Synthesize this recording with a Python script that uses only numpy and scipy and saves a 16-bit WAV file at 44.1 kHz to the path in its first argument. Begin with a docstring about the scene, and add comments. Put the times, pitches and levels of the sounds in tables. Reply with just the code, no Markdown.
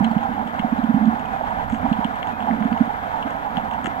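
"""A sandy seabed where fish feed, heard from a drifting camera in a watertight housing.
Water washes round the housing and gurgles against its shell; small movements bump it into hollow,
rising thumps. Sharp snaps, probably shrimp and nibbling fish, ring the shell over a fine crackle,
with a few thin tinkles, probably tiny bubbles, and one brief fizz. The electronics whine faintly,
and a soft whistle comes and goes."""
import sys
import numpy as np
from scipy import signal
from scipy.fft import rfft, irfft
from scipy.io import wavfile

SR = 44100
rng = np.random.default_rng(int(sys.argv[2]) if len(sys.argv) > 2 else 0)


def to_wav(s):
    """Save 16-bit WAV."""
    ch = np.atleast_2d(s).T  # columns
    pcm = np.round(np.clip(ch, -1, 1) * 32767)  # PCM
    wavfile.write(sys.argv[1], SR, pcm.astype(np.int16))


N = 176400
TIME, FREQS = np.arange(N) / SR, np.maximum(np.fft.rfftfreq(N, 1 / SR), 1)


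def from_db(db):
    """Turn decibels into a number to multiply a sound by."""
    return 10 ** (np.asarray(db) / 20)


def unit_level(x):
    """Scale a sound so that its average (rms) level is one."""
    return x / np.sqrt(np.mean(x ** 2) + 1e-20)


def by_hz(rows):
    """Fill in a table's columns for every frequency between its rows."""
    hz, *columns = np.transpose(rows)
    return [np.interp(np.log(FREQS), np.log(hz), column) for column in columns]


def drift(rate_hz):
    """A random wobble of about one either way, mostly slower than the given rate."""
    return unit_level(irfft(rfft(rng.standard_normal(N)) / (1 + (FREQS / rate_hz) ** 2), N))


def bell(centre_s, length_s):
    """A smooth swell that stays above half height for the given length."""
    return .5 ** np.minimum((2 * (TIME - centre_s) / length_s) ** 2, 40)


def resonate(x, hz, width_hz):
    """Let a sound ring at one pitch: the narrower the width, the longer the ring."""
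    r = np.exp(-np.pi * width_hz / SR)
    feedback = [1, -2 * r * np.cos(2 * np.pi * hz / SR), r * r]
    return signal.lfilter(np.array([1, 0, -1]) * (1 - r * r) / 2, feedback, x + 1e-18)


def ring_bands(x, bands):
    """Let a sound ring in broad, steep-sided bands of pitch, and add them up."""
    out = 0
    for hz, width_hz, db in bands:
        edges = np.clip([hz - width_hz / 2, hz + width_hz / 2], 20, SR / 2 - 20)
        band = signal.butter(3, edges, "band", fs=SR, output="sos")
        out += from_db(db) * signal.sosfilt(band, x + 1e-18)
    return out


def strike(times, levels_db, bands, rise_s=0.00027, decay_s=0.00023, tail_s=0.01, tail_db=-31.5):
    """Tiny bursts of noise with a faint tail ring the given bands, each to its own peak level."""
    size = 2400
    out, age = np.zeros(N + size), np.arange(size) / SR
    rise = 1 - np.exp(-(age / rise_s) ** 2)
    fall = np.exp(-age / decay_s) + from_db(tail_db) * np.exp(-age / tail_s)
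    bursts = rng.standard_normal((len(times), size)) * rise * fall
    for s, db, ring in zip(times, levels_db, ring_bands(bursts, bands)):
        start = int(s * SR)
        out[start:start + size] += from_db(db) * ring / abs(ring).max()
    return out[:N]


def place(x, pan_db, lead_s=0):
    """Share a sound between two microphones: the left is pan_db louder and lead_s earlier."""
    tilt = from_db(pan_db)
    return 2 / (1 + tilt) * np.array([tilt * np.interp(TIME + lead_s, TIME, x), x])


# Moving water heard through the housing. Each row: frequency in Hz, relative left and right levels in dB.
WASH = [(25, -68.5, -62), (75.6, -65, -55), (129, -68, -59), (285, -66.5, -54), (327, -72, -71),
        (446, -75.5, -59), (577, -65.5, -58.5), (748, -60, -48), (958, -62, -48.5), (1096, -60, -58),
        (1510, -62, -63), (1747, -60, -64), (1855, -65.5, -71), (2820, -79, -92.5), (3160, -77, -82),
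        (3995, -86, -93), (4970, -95.5, -96.5), (6800, -98, -99.5), (8450, -102.6, -99.7),
        (13800, -108.7, -104.0)]
# How the two microphones share the wash.
# Each row: frequency in Hz, likeness from 0 to 1, how far the left is ahead in radians.
WASH_SHARING = [(45.3, 0.2, 1.4), (110, 0.05, 0.85), (186, 1, 0.17), (270, .92, .15), (350, 0.7, 1.62),
                (394, 0.94, 3.1), (550, 1, 1.93), (760, 0.84, 1.36), (870, 1, 2.28), (1020, 1, 2.5),
                (1510, 0.75, 2.27), (2170, 0.99, 4.78), (3210, 0.7, 4.46), (5000, 0.3, 4.85),
                (9000, 0.06, 2.8)]


def wash(level_db=-1.5, flutter_db=1, rumble_top_hz=130, hum_hz=905, hum_octaves=0.1, hiss_top_hz=14200):
    """Water flows round the housing as fluttering noise: a deep rumble, the shell's hum and a hiss."""
    left_db, right_db = by_hz(WASH)
    alike, lead = by_hz(WASH_SHARING)
    alike = np.clip(alike, 0, .99)
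    right, unrelated = rfft(rng.standard_normal((2, N)) * from_db(flutter_db * drift(rate_hz=18.4)))
    left = (alike * right + np.sqrt(1 - alike ** 2) * unrelated) * np.exp(1j * lead)
    water = np.array([left * from_db(left_db), right * from_db(right_db)])
    water *= np.sqrt(SR / 2) * from_db(level_db) / (1 + (FREQS / hiss_top_hz) ** 80)
    deep = 1 / (1 + (FREQS / rumble_top_hz) ** 4)
    shell = np.exp(-.5 * (np.log2(FREQS / hum_hz) / hum_octaves) ** 2)
    swell = from_db(9.5 * bell(centre_s=1.736, length_s=0.27))   # the camera swings round
    rumble = swell * irfft(water * deep, N)
    hum = from_db(-3) * irfft(water * shell, N)
    hiss = irfft(water * (1 - shell - deep), N)
    return rumble + hum + hiss


# The faint whistle. Each entry: the time in seconds at which it is loudest.
WHISTLES_S = [1.265, 1.345, 2.345]


def whine(whine_hz=14836, whistle_hz=2498):
    """The electronics give a steady thin tone; a lower whistle comes and goes."""
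    steady = from_db(-67) * np.sin(2 * np.pi * whine_hz * TIME)
    swells = sum(bell(s, length_s=0.052) for s in WHISTLES_S)
    whistle = from_db(-50) * swells * np.sin(2 * np.pi * whistle_hz * TIME)
    return np.sqrt(2) * (steady + whistle)


# Hollow bumps of the housing.
# Each row: loudest moment in seconds, relative level in dB, middle pitch in Hz, length in seconds.
THUMPS = [(0.009, -12, 212, 0.007), (0.03, -17.5, 202.7, 0.045), (0.065, -20, 218, 0.023),
          (0.115, -19.5, 212, 0.01), (0.168, -12, 201.7, 0.0094), (0.294, -24, 216.5, 0.0095),
          (0.6, -18, 215.5, 0.0077), (0.649, -16, 224.3, 0.0085), (.729, -14, 232.3, .012),
          (0.793, -17.5, 237, .014), (0.843, -15, 228.5, 0.013), (0.9, -13, 227.5, 0.02),
          (0.947, -10, 210, 0.0093), (0.969, -15, 238, 0.018), (1.014, -17, 232.4, 0.012),
          (1.037, -21.5, 231.2, 0.04), (1.062, -19.5, 217.4, 0.022), (1.082, -11.5, 223, 0.02),
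          (1.732, -16.5, 229.7, 0.013), (1.833, -21, 216.7, 0.0074), (1.849, -18.5, 235.8, 0.022),
          (1.873, -25.5, 245.8, 0.03), (1.919, -11.5, 216.6, 0.0089), (1.992, -17.5, 221, 0.009),
          (2.054, -16.5, 220.3, 0.0084), (2.509, -18, 224, 0.0094), (2.544, -29, 227, 0.01),
          (2.615, -18.5, 211, 0.016), (2.658, -13.5, 225.6, 0.011), (2.721, -15.5, 218.6, 0.011),
          (2.740, -21, 220.4, 0.0095), (2.813, -9, 230.3, 0.012), (2.878, -23.5, 238, 0.01),
          (3.261, -25.5, 259.2, 0.02), (3.577, -18.5, 205.3, 0.0076), (3.85, -23.5, 234.2, 0.0042),
          (3.875, -20.5, 289, 0.0037)]
# Swirling water keeps the hollow inside murmuring. Each row: time in seconds, level in dB.
MURMUR = [(0, -33), (.2, -36.5), (.4, -28.5), (.5, -39), (.85, -38.5), (1.12, -25), (1.33, -41.5),
          (1.7, -39.5), (2.1, -44.5), (2.4, -37), (2.52, -24.5), (2.72, -34), (2.95, -70), (3.48, -39.5),
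          (4, -43)]


def thumps(boost_db=2.5, fall_over_rise=1.54, climb_share=0.1256, climb_s=0.0058, hollow_hz=224):
    """Each bump climbs in pitch and leaves the hollow housing ringing; water murmurs in between."""
    bumps = np.zeros(N)
    for s, db, hz, length in THUMPS:
        near = abs(TIME - s) < .08
        age = TIME[near] - s   # negative before the loudest moment
        half_height_s = length / (1 + fall_over_rise) * np.where(age < 0, 1, fall_over_rise)
        swell = from_db(db + boost_db) * .5 ** ((age / half_height_s) ** 2)
        pitch = hz * (1 + climb_share * np.tanh(age / climb_s))
        bumps[near] += swell * np.sin(2 * np.pi * (np.cumsum(pitch) / SR + rng.random()))
    ring = from_db(-8) * resonate(bumps, hollow_hz, width_hz=16)
    swirl = resonate(rng.standard_normal(N), hollow_hz, width_hz=59)
    murmur = unit_level(resonate(swirl, hollow_hz, width_hz=59))
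    murmur *= from_db(np.interp(TIME, *np.transpose(MURMUR)))
    return place(bumps + ring + murmur, pan_db=-11, lead_s=.00025)


# Gurgles of water against the shell.
# Each row: middle of the swell in seconds, level in dB, pitch in Hz, length in seconds.
GURGLES = [(0.007, -27.5, 818, 0.068), (0.113, -24.5, 850, 0.0095), (0.242, -25.5, 805, 0.09),
           (0.399, -25, 830, 0.076), (0.647, -26.5, 743, 0.034), (1.146, -30.5, 810, 0.1),
           (1.356, -29.5, 750, 0.054), (1.415, -21, 723, 0.014), (1.444, -20.5, 820, 0.016),
           (1.52, -24.5, 903, 0.02), (1.605, -24, 820, 0.025), (1.863, -20.5, 825, 0.016),
           (2.029, -23, 877, 0.031), (2.27, -27.5, 808, 0.048), (2.489, -19.5, 836, 0.026),
           (2.768, -21.5, 850, 0.013), (2.902, -25, 845, 0.023), (3.165, -25.5, 885, 0.057),
           (3.374, -26, 810, 0.014), (3.471, -25, 825, 0.033), (3.58, -20, 800, 0.014),
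           (3.736, -26.5, 932, 0.096)]


def gurgles(width_hz=99):
    """Each little whirl of water briefly makes a ring at its own pitch."""
    out, swirl = np.zeros(N), rng.standard_normal(N)
    for s, db, hz, length in GURGLES:
        swell = bell(s, length)
        whirl = swell * resonate(resonate(swirl, hz, width_hz), hz, 2 * width_hz)
        out += from_db(db) * whirl * np.sqrt(np.sum(swell ** 2) / np.sum(whirl ** 2))
    return place(out, pan_db=-11, lead_s=0.00033)


# The shell's ping and the bright crack of a snap. Each row: pitch in Hz, width in Hz, relative dB.
PING = [(2983, 730, 0.5), (3690, 760, -14)]
CRACK = [(7160, 2060, 0.5)]
PING_PAN_DB, CRACK_PAN_DB, SNAP_LEAD_S = 9, 2, -0.00009


def crackle(per_second=25):
    """Many faint snaps arrive from farther away at random times, each a ping and a weaker crack."""
    when, chance = rng.random((int(per_second * N / SR), 2)).T
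    times = when * N / SR
    levels_db = -45 - 2.5 * np.log(np.maximum(chance, .02))   # most are quiet, a few stand out
    pings = strike(times, levels_db, PING)
    cracks = strike(times, levels_db - 13.5, CRACK)
    return place(pings, PING_PAN_DB, SNAP_LEAD_S) + place(cracks, CRACK_PAN_DB)


# The lower knock and the dry tick of a snap. Each row: pitch in Hz, width in Hz, relative dB.
KNOCK = [(1550, 570, 0), (2150, 280, 1)]
TICK = [(8500, 9900, 0)]
# Nearby snaps. Each row: start in seconds, then relative levels in dB of the ping, knock and crack.
SNAPS = [(0.0439, -27, -28.5, -46), (0.113, -41.5, -43, -56), (0.18, -37.5, -44, -65),
         (0.4742, -40, -48, -59), (0.5929, -29.5, -26.5, -52), (0.839, -39, -53, -57),
         (1.6988, -45, -35, -50), (1.7226, -39, -37, -53), (1.745, -34.5, -33, -52),
         (1.927, -33.5, -44, -60), (2.0448, -25.5, -36, -51.5), (2.158, -39.5, -52, -53.5),
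         (2.228, -28.5, -29, -60), (2.2707, -37.5, -43, -54.5), (2.4044, -34, -34, -61),
         (2.509, -54, -24.5, -79), (2.6238, -41, -26.5, -72), (2.726, -34, -31, -69),
         (2.7751, -36.5, -35, -57), (3.2256, -31, -40, -62), (3.306, -42, -44, -51.5),
         (3.569, -25, -31, -60), (3.5778, -37, -34, -66), (3.7111, -34, -40, -57),
         (3.8429, -34, -29.5, -44), (3.857, -31, -26.5, -47), (3.8586, -28.5, -20, -47),
         (3.868, -29.5, -27, -42)]


def snaps():
    """Each nearby snap strikes the shell: a ping, a lower knock, a bright crack and a dry tick."""
    times, ping_db, knock_db, crack_db = np.transpose(SNAPS)
    pings = place(strike(times, ping_db + 5, PING), PING_PAN_DB, SNAP_LEAD_S)
    knocks = place(strike(times, knock_db + 3.5, KNOCK), pan_db=12.5, lead_s=SNAP_LEAD_S)
    cracks = strike(times, crack_db + 9.5, CRACK)
    ticks = strike(times, ping_db - 17, TICK)
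    return pings + knocks + place(cracks + ticks, CRACK_PAN_DB)


# Thin high rings. Each row: start in seconds, peak level in dB, pitch in Hz.
TINKLES = [(0.046, -38, 4070), (0.112, -46, 4380), (.789, -43.5, 3950), (2.727, -48, 4560)]


def tinkles(decay_s=0.0066):
    """Each tinkle, probably a tiny bubble, rings at one high pitch and dies away quickly."""
    out = np.zeros(N)
    for s, db, hz in TINKLES:
        age = np.maximum(TIME - s, 0)
        out += from_db(db) * np.exp(-np.minimum(age / decay_s, 20)) * np.sin(2 * np.pi * hz * age)
    return place(out, PING_PAN_DB)


def fizz(level_db=-58.5, flicker_db=3):
    """For a moment, tiny snaps come so thickly that they merge into a bright fizz."""
    grains = rng.standard_normal(N) * from_db(flicker_db * drift(rate_hz=400))
    bright = unit_level(ring_bands(grains, CRACK))
    return place(from_db(level_db) * bell(centre_s=1.738, length_s=.055) * bright, CRACK_PAN_DB)


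def scene():
    """Everything that reaches the two microphones."""
    return wash() + gurgles() + thumps() + snaps() + tinkles() + whine() + crackle() + fizz()


def record(dry, cutoff_hz=15500):
    """The very highest treble is cut off steeply."""
    return signal.sosfilt(signal.ellip(10, .1, 80, cutoff_hz, fs=SR, output="sos"), dry)


dry = scene()
out = record(dry)
to_wav(out)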